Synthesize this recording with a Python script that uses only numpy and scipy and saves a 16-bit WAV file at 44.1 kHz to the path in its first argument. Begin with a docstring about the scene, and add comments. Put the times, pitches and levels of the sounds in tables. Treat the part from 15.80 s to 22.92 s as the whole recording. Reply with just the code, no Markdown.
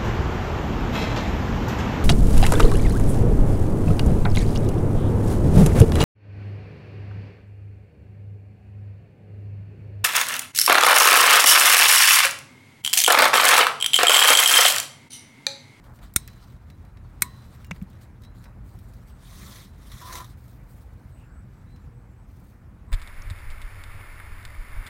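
"""A soft scuff and rustle, then a sharp crack: side cutters snip two cable-tie tails on a wire fan guard.
The guard lies on dry earth near the microphone. Cracks are shaped noise bursts; steel and wires are fading sine waves.
The cutters drop with clacks and thuds, fingers gather the tails, and the guard is dragged round as gritty noise.
Behind it, coloured noise makes a steady low outdoor rumble, with a faint whine and a few blurred bird notes."""
import sys
import numpy as np
from scipy import signal
from scipy.fft import rfft, irfft, next_fast_len
from scipy.io import wavfile
from scipy.ndimage import uniform_filter1d

SR = 44100
rng = np.random.default_rng(int(sys.argv[2]) if len(sys.argv) > 2 else 0)


def store_wav(level_fs):
    """Save 16-bit WAV to argv[1]."""
    pcm = np.round(np.clip(np.atleast_2d(level_fs), -1, 1) * 32767)
    wavfile.write(sys.argv[1], SR, pcm.T.astype(np.int16))


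N = 313992
T = np.arange(N) / SR  # time in seconds

# In all tables, t60_s is the time in seconds to fade by 60 dB.
# The two cuts: start_s, crack_db, cutter_ring_db, jaw_delay_s, jaw_clash_db, thump_db, thump_hz,
# low_guard_ring_db, high_guard_ring_db
CUTS = [(0.3618, -3, -12.5, .0026, -14, -14.5, 67.9, -59.5, -51),
        (1.4212, -3.5, -16.5, 0.0023, -16, -25, 149.4, -44, -53)]
# Colour of the cracking plastic: pitch_hz, first_cut_db, second_cut_db
CRACK_COLOUR = [(200, -23, -14), (690, -27, -25.5), (1191, -10, -4), (2100, -4, 0), (2996, -14, -13),
                (3800, -1.5, -3.5), (4900, -13.5, -12), (6000, -3.5, -8), (7390, -0.5, -5.5), (9160, 6, 3),
                (10600, -6.5, -10), (12600, -0.5, -1), (15500, -7, -12), (17050, -18.5, -25.5)]
# Ringing tones of the steel cutters: pitch_hz, t60_s, first_cut_db, second_cut_db
CUTTER_TONES = [(1120, .018, -26.5, -7), (1400, 0.023, -7.5, -13), (1980, .026, -17, 1),
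                (2203, .03, -7.5, 1.5), (2500, 0.035, -24.5, -12.5), (3670, 0.026, -3.5, -12),
                (3929, .024, -20, -1), (4180, 0.03, -19.5, -7.5), (5500, 0.026, -9, -11.5),
                (5970, 0.025, -11, -5.5), (6514, 0.022, -12.5, -11.5), (6800, .022, -19.5, -7),
                (7630, 0.017, -11, -13.5), (7850, 0.022, -11.5, -12.5), (8260, .022, -13, -6),
                (8890, 0.015, 4.5, -4.5), (9334, .02, -11.5, -4), (10300, .02, -6.5, -5),
                (10130, 0.024, -11, -8), (11320, .022, -13.5, -14.5), (12404, .018, -11.5, -5),
                (13020, .022, -25, -0.5), (14200, .02, -20.5, -11.5), (15500, .02, -16, -13)]
# Ringing tones of the wire guard when no hand holds it: pitch_hz, level_db, t60_s
GUARD_TONES = [(356, -14.5, 0.84), (987, 0, .36), (1046, 0, 0.37), (1085, -3.5, 0.55), (1210, -6, .2),
               (1340, -9.5, .15), (1864, -6.5, 0.42), (1990, -9, 0.45), (3237, -14, 0.43),
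               (3730, -4.5, .25), (3910, -2, 0.45), (4000, -5, 0.87), (4067, -8, 0.7), (5230, -6.5, 0.36),
               (5380, -4.5, 0.23), (5950, -9, 0.29), (6500, -10.5, .3), (7854, -10.5, .35), (8200, -9, .4),
               (8500, -10.5, .35), (8975, -12, 0.34), (9660, -14.5, .35)]
WIRE_SPREAD = .009  # relative spread of pitch between nearly equal wires
HELD_DECAY = .33  # share of the ringing time left when a hand holds the guard

# The loose jaws chinking as the cutters leave the hand: pitch_hz, level_db, t60_s
CHINK_TONES = [(2800, -61, 0.27), (5400, -65, .12), (7090, -66, .2)]
CHINK_S = 1.846
# The cutters landing: start_s, clack_db, thud_db, thud_hz, thud_t60_s
LANDINGS = [(1.9107, -22.5, -14.5, 167, 0.056), (2.0154, -47.5, -15, 186.5, 0.067)]
# Colour of steel clacking on earth: pitch_hz, level_db
CLACK_COLOUR = [(300, -6), (700, -4.5), (1350, -2.5), (1800, -3.5), (2230, 4), (2750, -2), (3250, -15),
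                (3600, -9), (4300, -25), (5500, -15), (7100, -16), (9000, -28), (16000, -33)]
REBOUND_S, REBOUND_DB = .0045, -12  # the steel head touches down a second time

# Small ticks of plastic, steel and grit: start_s, level_db, t60_s, brightness_db_per_octave, guard_ring_db
SMALL_TICKS = [(.041, -60, .05, 1, -20), (0.189, -53, 0.045, -4.5, -13), (0.3383, -37.5, 0.02, 9.5, -21.5),
               (0.4767, -33.5, 0.015, 7.5, -18), (.478, -43.5, 0.059, -2.5, -16),
               (.532, -53.5, 0.039, -3, -13), (0.901, -48, 0.034, -2, -15.5), (1.05, -57.5, 0.034, 1, -16),
               (1.1711, -53, 0.035, -3.5, -20), (1.4085, -48, .016, 6.5, -20),
               (1.8455, -46, 0.029, 0.5, -20), (1.867, -51, .02, 8, -20), (1.9615, -46, 0.028, -7, -20),
               (2.0245, -48.5, .025, 8, -20), (2.1, -57, .05, 4.5, -16), (2.131, -60, .05, 1, -16),
               (2.213, -57.5, .06, 1, -11), (2.42, -52.5, .02, 4, -8), (2.436, -52.5, 0.048, 0, -5.5),
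               (2.449, -50, 0.023, -0.5, -12), (2.641, -49.5, .04, 2, -10), (2.656, -46, .05, -9.5, -16),
               (2.989, -52.5, .04, 3.5, -16), (3.135, -58.5, 0.11, 2.5, -18), (4.68, -54, 0.043, 6.5, -16),
               (5.961, -57, 0.045, -2, -16)]
# Colour of the ticks: pitch_hz, level_db
TICK_COLOUR = [(300, -19), (1000, -4), (2000, 4.5), (3000, -1.5), (4000, 1), (8000, -7.5), (16000, -8)]

# Pulls that drag the guard: start_s, up_to_speed_s, slowing_s, end_s, grit_db, ringing_wires_db
DRAG_PULLS = [(3.324, 3.62, 3.778, 3.93, -49, -73), (3.937, 4.365, 4.385, 4.47, -44.5, -64)]
SPEED_POWER = 1.23  # curves the rise and fall of each pull
# Colour of the rim on grit: pitch_hz, level_db
GRIT_COLOUR = [(180, -43), (300, -32), (360, -7), (418, -23), (462, -13.5), (853, -18.5), (1060, -5),
               (1550, -14), (1950, -8), (2750, -19), (3550, -8.5), (4950, -16.5), (5740, -13),
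               (7620, -17.5), (9700, -17), (15800, -20)]
# The rim catching on stones: start_s, level_db
STONE_CATCHES = [(3.757, -47), (4.116, -44), (4.168, -55), (4.214, -46.5), (4.324, -38), (4.353, -35.5),
                 (4.381, -51), (4.443, -46.5)]
CATCH_RISE_S, CATCH_T60_S = 0.0018, 0.1
# The rim digging in and ringing the wires: start_s, length_s, level_db
RIM_DIGS = [(4.195, 0.037, -42), (4.252, 0.16, -42), (7.071, .05, -59)]
DIG_ATTACK_S, DIG_T60_S = 0.023, 0.14
DIG_SWELL_DB, DIG_EARTH_DB = 7.5, -8.5  # the rim bites deeper as it goes; level of the earth against the wires

# Strokes of hands and sleeves: start_s, length_s, level_db, brightness_db_per_octave
HAND_STROKES = [(0.019, 0.058, -64, -1.5), (0.127, 0.037, -62.5, 0.5), (0.207, 0.042, -54, -2.5),
                (.49, 0.24, -60, -2), (.8, 0.29, -71.5, -2), (1.22, 0.25, -65, -3.5),
                (1.522, 0.33, -60.5, -2), (1.91, 0.11, -62.5, -1.5), (2.067, 0.13, -63.5, -3.5),
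                (2.197, 0.033, -60, -0.5), (2.397, 0.046, -68.5, -1), (2.536, 0.11, -64, -1),
                (2.83, 0.21, -65.5, 2), (3.028, 0.2, -65.5, 0), (3.258, 0.047, -61.5, -0.5),
                (3.879, 0.132, -66.5, -1), (4.458, 0.043, -58, 0), (4.56, 0.18, -63.5, 2.5),
                (4.738, 0.14, -71, 3), (4.87, 0.15, -63, 3.5), (5.019, 0.44, -71.5, 1.5),
                (5.678, 0.39, -72, -2), (6.47, 0.25, -66.5, 2.5)]
# Colour of skin and cloth rubbing: pitch_hz, level_db
RUB_COLOUR = [(500, -6), (1200, 9.5), (2500, -1.5), (4000, 4), (6000, -2), (9000, 0), (10500, -4.5),
              (13000, 0), (16000, -2)]
RUB_ATTACK_S, RUB_SWELL_DB, RUB_T60_S = 0.018, 1.5, 0.22  # each stroke presses harder as it goes, then lets go

# Fingers and shoes scuffing the dry earth: start_s, length_s, level_db
EARTH_SCUFFS = [(0.01, 0.18, -57), (0.178, 0.087, -60.5), (2.628, 0.11, -56.5), (4.43, 0.08, -63)]
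# Colour of crumbling earth: pitch_hz, level_db
EARTH_COLOUR = [(300, -2), (850, 7.5), (1150, 5), (1900, -3), (2800, -29), (8000, -25)]

# Far birds, each note bending to a turning pitch and part way back:
# start_s, length_s, start_hz, turning_hz, level_db, blur_width_hz
BIRD_NOTES = [(3.23, 0.18, 8080, 8180, -72.5, 382), (5.296, 0.14, 8300, 8150, -71.5, 387),
              (5.347, 0.13, 2800, 2610, -68, 350), (5.39, 0.27, 1600, 1453, -63.5, 320),
              (5.42, .11, 7700, 7450, -78.5, 380), (5.501, 0.15, 7700, 8050, -71.5, 385),
              (5.7, .13, 7600, 7700, -80, 376), (5.856, 0.16, 3750, 4060, -70.5, 110),
              (5.87, 0.1, 8300, 8140, -79, 380), (5.98, .11, 7600, 7340, -80, 380),
              (6.1, 0.18, 8000, 8100, -79, 380), (6.26, 0.11, 7500, 7550, -80.5, 380),
              (6.351, .13, 7900, 8150, -78.5, 380), (7.052, 0.2, 8050, 8080, -70.5, 300)]

# Colour of the outdoor rumble and wash: pitch_hz, level_db
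AIR_COLOUR = [(20, -45), (27, -21), (33, -8), (40, 0), (50, 2.5), (62, -3.5), (80, 0.5), (100, -6),
              (118, -0.5), (145, -10.5), (195, -11), (280, -18.5), (420, -27), (900, -29.5), (1500, -33),
              (2300, -39), (3200, -49.5), (6000, -53), (16000, -56.5)]
AIR_DB = -43.5
# A faint far whine, before its wavering: starting pitch, slow rise and lowest level
WHINE_HZ, WHINE_RISE_HZ_PER_S, WHINE_DB = 465, 2.6, -79.5
# The whine swelling on the air: start_s, length_s, level_db
WHINE_RISES = [(3.05, 0.44, -76.5), (4.599, .65, -73), (5.88, 0.48, -66.5)]
TOP_HZ = 15900  # highest pitch let through


def snips():
    """The strap parts with a crack, the jaws clash just after, the jolt thumps and rings the guard."""
    out = np.zeros(N)
    lead = 1 / 50  # seconds kept ahead of the crack for the faint swell
    t = T[:SR] - lead
    cutter_hz, cutter_t60, *cutter_levels = np.transpose(CUTTER_TONES)
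    guard_hz, guard_db, guard_t60 = np.transpose(GUARD_TONES)
    crack_hz, *crack_levels = np.transpose(CRACK_COLOUR)
    for cut, cutter_db, colour_db in zip(CUTS, cutter_levels, crack_levels):
        start, crack_db, ring_db, delay, jaw_db, thump_db, thump_hz, low_db, high_db = cut
        # a very faint noise swells for a few milliseconds into the crack
        swell_in = undb(-30) * fade(-t, 0.0088)
        fracture = undb(crack_db) * (t >= 0) * np.exp(-(t / 0.00088) ** 2)
        clash = undb(jaw_db) * (fade(t - delay, 0.013) + .7 * fade(t, 0.015))
        # the ground and things nearby scatter a little back
        scatter = undb(-38) * fade(t, 0.12)
        crack_colour = np.c_[crack_hz, colour_db]
        crack = burst(fracture, crack_colour) + burst(swell_in + clash + scatter, crack_colour)
        long_tail = noise(TICK_COLOUR, size=SR) * undb(-56.0) * fade(t, 0.79)
        steel = ring(t, cutter_hz, cutter_db + ring_db, cutter_t60) * (1 - fade(t, .002))
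        wire_db = guard_db + np.where(guard_hz < 2500, low_db, high_db)
        guard = chorus(t, guard_hz, wire_db, guard_t60)
        jolt = -thud(t, thump_hz, 0.043, 0.0025)
        jolt += 0.99 * thud(t, 250, 0.014, 0.00064)
        jolt += .3 * thud(t, 480, 0.0097, .0004)
        add(out, start - lead, crack + long_tail + steel + guard + undb(thump_db) * jolt)
    return out


def drops():
    """The jaws chink, the steel head clacks on hard earth; head and handles each land with a thud."""
    out = np.zeros(N)
    lead = 1 / 50
    t = T[:SR // 4] - lead  # time from the impact
    add(out, CHINK_S - lead, ring(t, *np.transpose(CHINK_TONES)))
    for start, clack_db, thud_db, hz, t60 in LANDINGS:
        impact = fade(t, 0.015)
        rebound = undb(REBOUND_DB) * fade(t - REBOUND_S, 0.016)
        tail = undb(-42) * fade(t, 0.13)
        clack = undb(clack_db) * burst(impact + rebound + tail, CLACK_COLOUR)
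        add(out, start - lead, clack + undb(thud_db) * thud(t, hz, t60, 0.0067))
    return out


def drag():
    """The rim grinds unevenly over fine grit, catches on stones, digs into the earth and sets the wires ringing."""
    force = unit(grains(share=.6, spread_db=1.2) * undb(1.3 * walk(70)))
    sliding, ringing = 0, 0
    for *times, grit_db, wires_db in DRAG_PULLS:
        strength = pull(*times)
        sliding = sliding + undb(grit_db) * strength
        ringing = ringing + undb(wires_db) * strength
    catches = sum(undb(db) * stroke(T - start, CATCH_RISE_S, CATCH_RISE_S, CATCH_T60_S)
                  for start, db in STONE_CATCHES)
    digs = sum(undb(db) * stroke(T - start, length, DIG_ATTACK_S, DIG_T60_S, DIG_SWELL_DB)
               for start, length, db in RIM_DIGS)
    grinding = shifting(force, depth_db=2.2)
    grit = colour(grinding, GRIT_COLOUR) * np.hypot(sliding, catches)
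    crumbs = colour(force, EARTH_COLOUR) * digs * undb(DIG_EARTH_DB)
    wire_ring = wires(force) * np.hypot(ringing, digs)
    return grit + undb(-21) * sympathy(grit) + crumbs + wire_ring


def ticks():
    """Jaws biting, offcuts landing and fingertips on grit and wires: short noise ticks that ring the guard."""
    out, touched = np.zeros(N), np.zeros(N)
    t = T[:SR // 4]
    for start, db, t60, tilt_db, guard_db in SMALL_TICKS:
        tick = undb(db) * noise(TICK_COLOUR, size=len(t), tilt_db=tilt_db) * fade(t, t60)
        add(out, start, tick)
        add(touched, start, undb(guard_db) * tick)
    return out + sympathy(touched)


def hands():
    """Skin and cloth rub on the guard in small uneven slips, with a fine crackle."""
    out = np.zeros(N)
    for start, length, db, tilt_db in HAND_STROKES:
        t = T[:next_fast_len(int((length + RUB_T60_S) * SR))]
        crackle = grains(share=.2, spread_db=2, size=len(t))
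        slips = shifting(crackle, depth_db=2.5) * undb(1.8 * walk(55, size=len(t)))
        pressure = stroke(t, length, RUB_ATTACK_S, RUB_T60_S, RUB_SWELL_DB)
        add(out, start, undb(db) * colour(slips, RUB_COLOUR, tilt_db) * pressure)
    return out


def scuffs():
    """Short dull swells of crumbling earth, made of many tiny impacts."""
    pressure = sum(undb(db) * arch(start, length) for start, length, db in EARTH_SCUFFS)
    return colour(grains(share=0.063, spread_db=3.5), EARTH_COLOUR) * pressure


def birds():
    """Thin notes with a curving pitch, blurred by distance."""
    out = np.zeros(N)
    for start, length, start_hz, turning_hz, db, width_hz in BIRD_NOTES:
        along = np.linspace(0, 1, int(length * SR))
        hz = turning_hz + (start_hz - turning_hz) * (1 - 1.6 * along) ** 2
        blur = walk(2 * width_hz, size=len(along)) + 1j * walk(2 * width_hz, size=len(along))
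        note = np.real(blur * np.exp(2j * np.pi * np.cumsum(hz) / SR))
        add(out, start, undb(db) * np.sin(np.pi * along) * note)
    return out


def outdoors():
    """Steady low rumble, like distant engines, with a thin wash and a wavering whine above it."""
    whine_hz = (WHINE_HZ + WHINE_RISE_HZ_PER_S * T) * (1 + .012 * walk(25))
    turns = np.cumsum(whine_hz) / SR
    swells = sum(undb(db) * arch(start, length) for start, length, db in WHINE_RISES)
    loudness = undb(WHINE_DB) + swells
    whine = unit(np.sin(2 * np.pi * turns)) * loudness * undb(2.0 * walk(12))
    wash = colour(shifting(rng.standard_normal(N), depth_db=1.4), AIR_COLOUR)
    return wash * undb(AIR_DB + .5 * walk(0.85)) + whine


def wires(force):
    """The guard rung by a running force; the gripping hand damps it, the high tones most. Rms 1."""
    hz, db, t60 = np.transpose(GUARD_TONES)
    damping_db = 14 * np.log2(np.maximum(hz / 1300, 1))
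    response = chorus(T[:SR // 2], hz, db - damping_db, t60 * HELD_DECAY)
    return unit(signal.fftconvolve(force, response)[:N])


def sympathy(x):
    """The upper wire tones, set ringing by whatever touches the guard; the hand shortens their decay."""
    hz, db, t60 = np.transpose([tone for tone in GUARD_TONES if tone[0] > 3000])
    response = chorus(T[:SR], hz, db, t60 * HELD_DECAY)
    return signal.fftconvolve(x, response / np.linalg.norm(response))[:N]


def chorus(t, hz, db, t60, count=3):
    """Each tone is shared by several nearly equal wires that beat against each other."""
    detune = 1 + WIRE_SPREAD * rng.standard_normal((count, len(hz)))
    return sum((-1) ** k * ring(t, hz * d, db, t60) for k, d in enumerate(detune)) / np.sqrt(count)


def ring(t, hz, db, t60):
    """Sum of fading tones, each followed until it has died away; neighbours swing in opposite directions."""
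    out = np.zeros(len(t))
    for k, (f, d, life) in enumerate(zip(hz, db, t60)):
        alive = t[:np.searchsorted(t, 2 * life)]
        out[:len(alive)] += (-1) ** k * undb(d) * np.sin(2 * np.pi * f * alive) * fade(alive, life)
    return out


def thud(t, hz, t60, rise):
    """A soft, heavily damped low swing."""
    return np.sin(2 * np.pi * hz * t) * fade(t, t60) * (1 - np.exp(-(t / rise) ** 2))


def burst(envelope, points):
    """A short burst: noise under the envelope, evened out and coloured without blurring its sharp edge."""
    size = len(envelope)
    spectrum = rfft(rng.standard_normal(size) * envelope)
    power = uniform_filter1d(np.abs(spectrum) ** 2, size=size // 60)
    # folding the cepstrum gives a causal filter, which keeps the edge sharp
    cepstrum = irfft(np.log(gains(points, size) / np.sqrt(power)), size)
    causal = np.exp(rfft(cepstrum * (1 + np.sign(np.fft.fftfreq(size)))))
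    return unit(irfft(spectrum * causal, size)) * np.sqrt(np.mean(envelope ** 2))


def grains(share, spread_db, size=N):
    """Dense tiny impacts of unequal size, on a given share of the samples."""
    sizes = undb(spread_db * np.minimum(rng.exponential(size=size), 4))
    return rng.standard_normal(size) * (rng.random(size) < share) * sizes


def shifting(x, depth_db):
    """Narrow bands swell and fade on their own, as when points of contact keep changing."""
    bands = signal.stft(x)[2]
    swell = uniform_filter1d(rng.standard_normal(bands.shape), size=5, axis=0)  # across pitch
    swell = uniform_filter1d(swell, size=9, axis=1)  # across time
    return unit(signal.istft(bands * undb(depth_db * unit(swell)))[1][:len(x)])


def pull(start, up_to_speed, slowing, end):
    """Strength of the scraping as the guard gathers speed, slides and comes to rest."""
    return np.interp(T, [start, up_to_speed, slowing, end], [0, 1, 1, 0]) ** SPEED_POWER


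def stroke(t, length, attack, t60, swell_db=0):
    """Attack at t = 0, a hold that swells up to gain 1, and release."""
    along = np.clip(t / length, 0, 1)
    release = fade(np.maximum(t - length, 0), t60)
    return np.clip(t / attack, 0, 1) * undb(swell_db * (along - 1)) * release


def arch(start, length):
    """A smooth swell from 0 to 1 and back."""
    return np.sin(np.pi * np.clip((T - start) / length, 0, 1))


def fade(t, t60):
    """Exponential decay that starts at t = 0 and drops 60 dB in t60 seconds."""
    return (t >= 0) * np.exp(-np.log(1000) * np.maximum(t, 0) / t60)


def walk(rate, size=N):
    """Smooth random wander of rms 1, with about `rate` new values a second."""
    k = max(int(SR / rate), 1)
    steps = np.repeat(rng.standard_normal(size // k + 1), k)
    return unit(uniform_filter1d(steps, k)[:size])


def noise(points, size=N, tilt_db=0):
    """Coloured noise of rms 1."""
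    return colour(rng.standard_normal(size), points, tilt_db)


def colour(x, points, tilt_db=0):
    """Shape a signal by (Hz, dB) points and a tilt per octave; rms 1."""
    return unit(irfft(rfft(x) * gains(points, len(x), tilt_db), len(x)))


def gains(points, size, tilt_db=0):
    """Gain at each frequency from (Hz, dB) points and a tilt per octave."""
    octave = np.log2(np.maximum(np.fft.rfftfreq(size, 1 / SR), 1))
    hz, db = np.transpose(points)
    tilt = tilt_db * np.maximum(octave, np.log2(hz[0]))
    return undb(np.interp(octave, np.log2(hz), db) + tilt)


def undb(db):
    """Decibels to gain."""
    return 10 ** (np.asarray(db) / 20)


def unit(x):
    """Scale to rms 1."""
    return x / np.sqrt(np.mean(x ** 2))


def add(out, start, x):
    """Mix x in from the start time in seconds."""
    i = int(start * SR)
    out[i:i + len(x)] += x[:N - i]


def scene():
    """All sources at one microphone."""
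    return (snips() + drops() + ticks() + drag() + hands() + scuffs() + birds() + outdoors())[None]


def record(dry):
    """The microphone rounds the loudest peaks; a steep filter cuts the top."""
    rounded = .88 * np.tanh(dry / .88)
    low_pass = signal.ellip(8, .2, 70, TOP_HZ, fs=SR, output="sos")
    return signal.sosfilt(low_pass, rounded)


dry = scene()
out = record(dry)
store_wav(out)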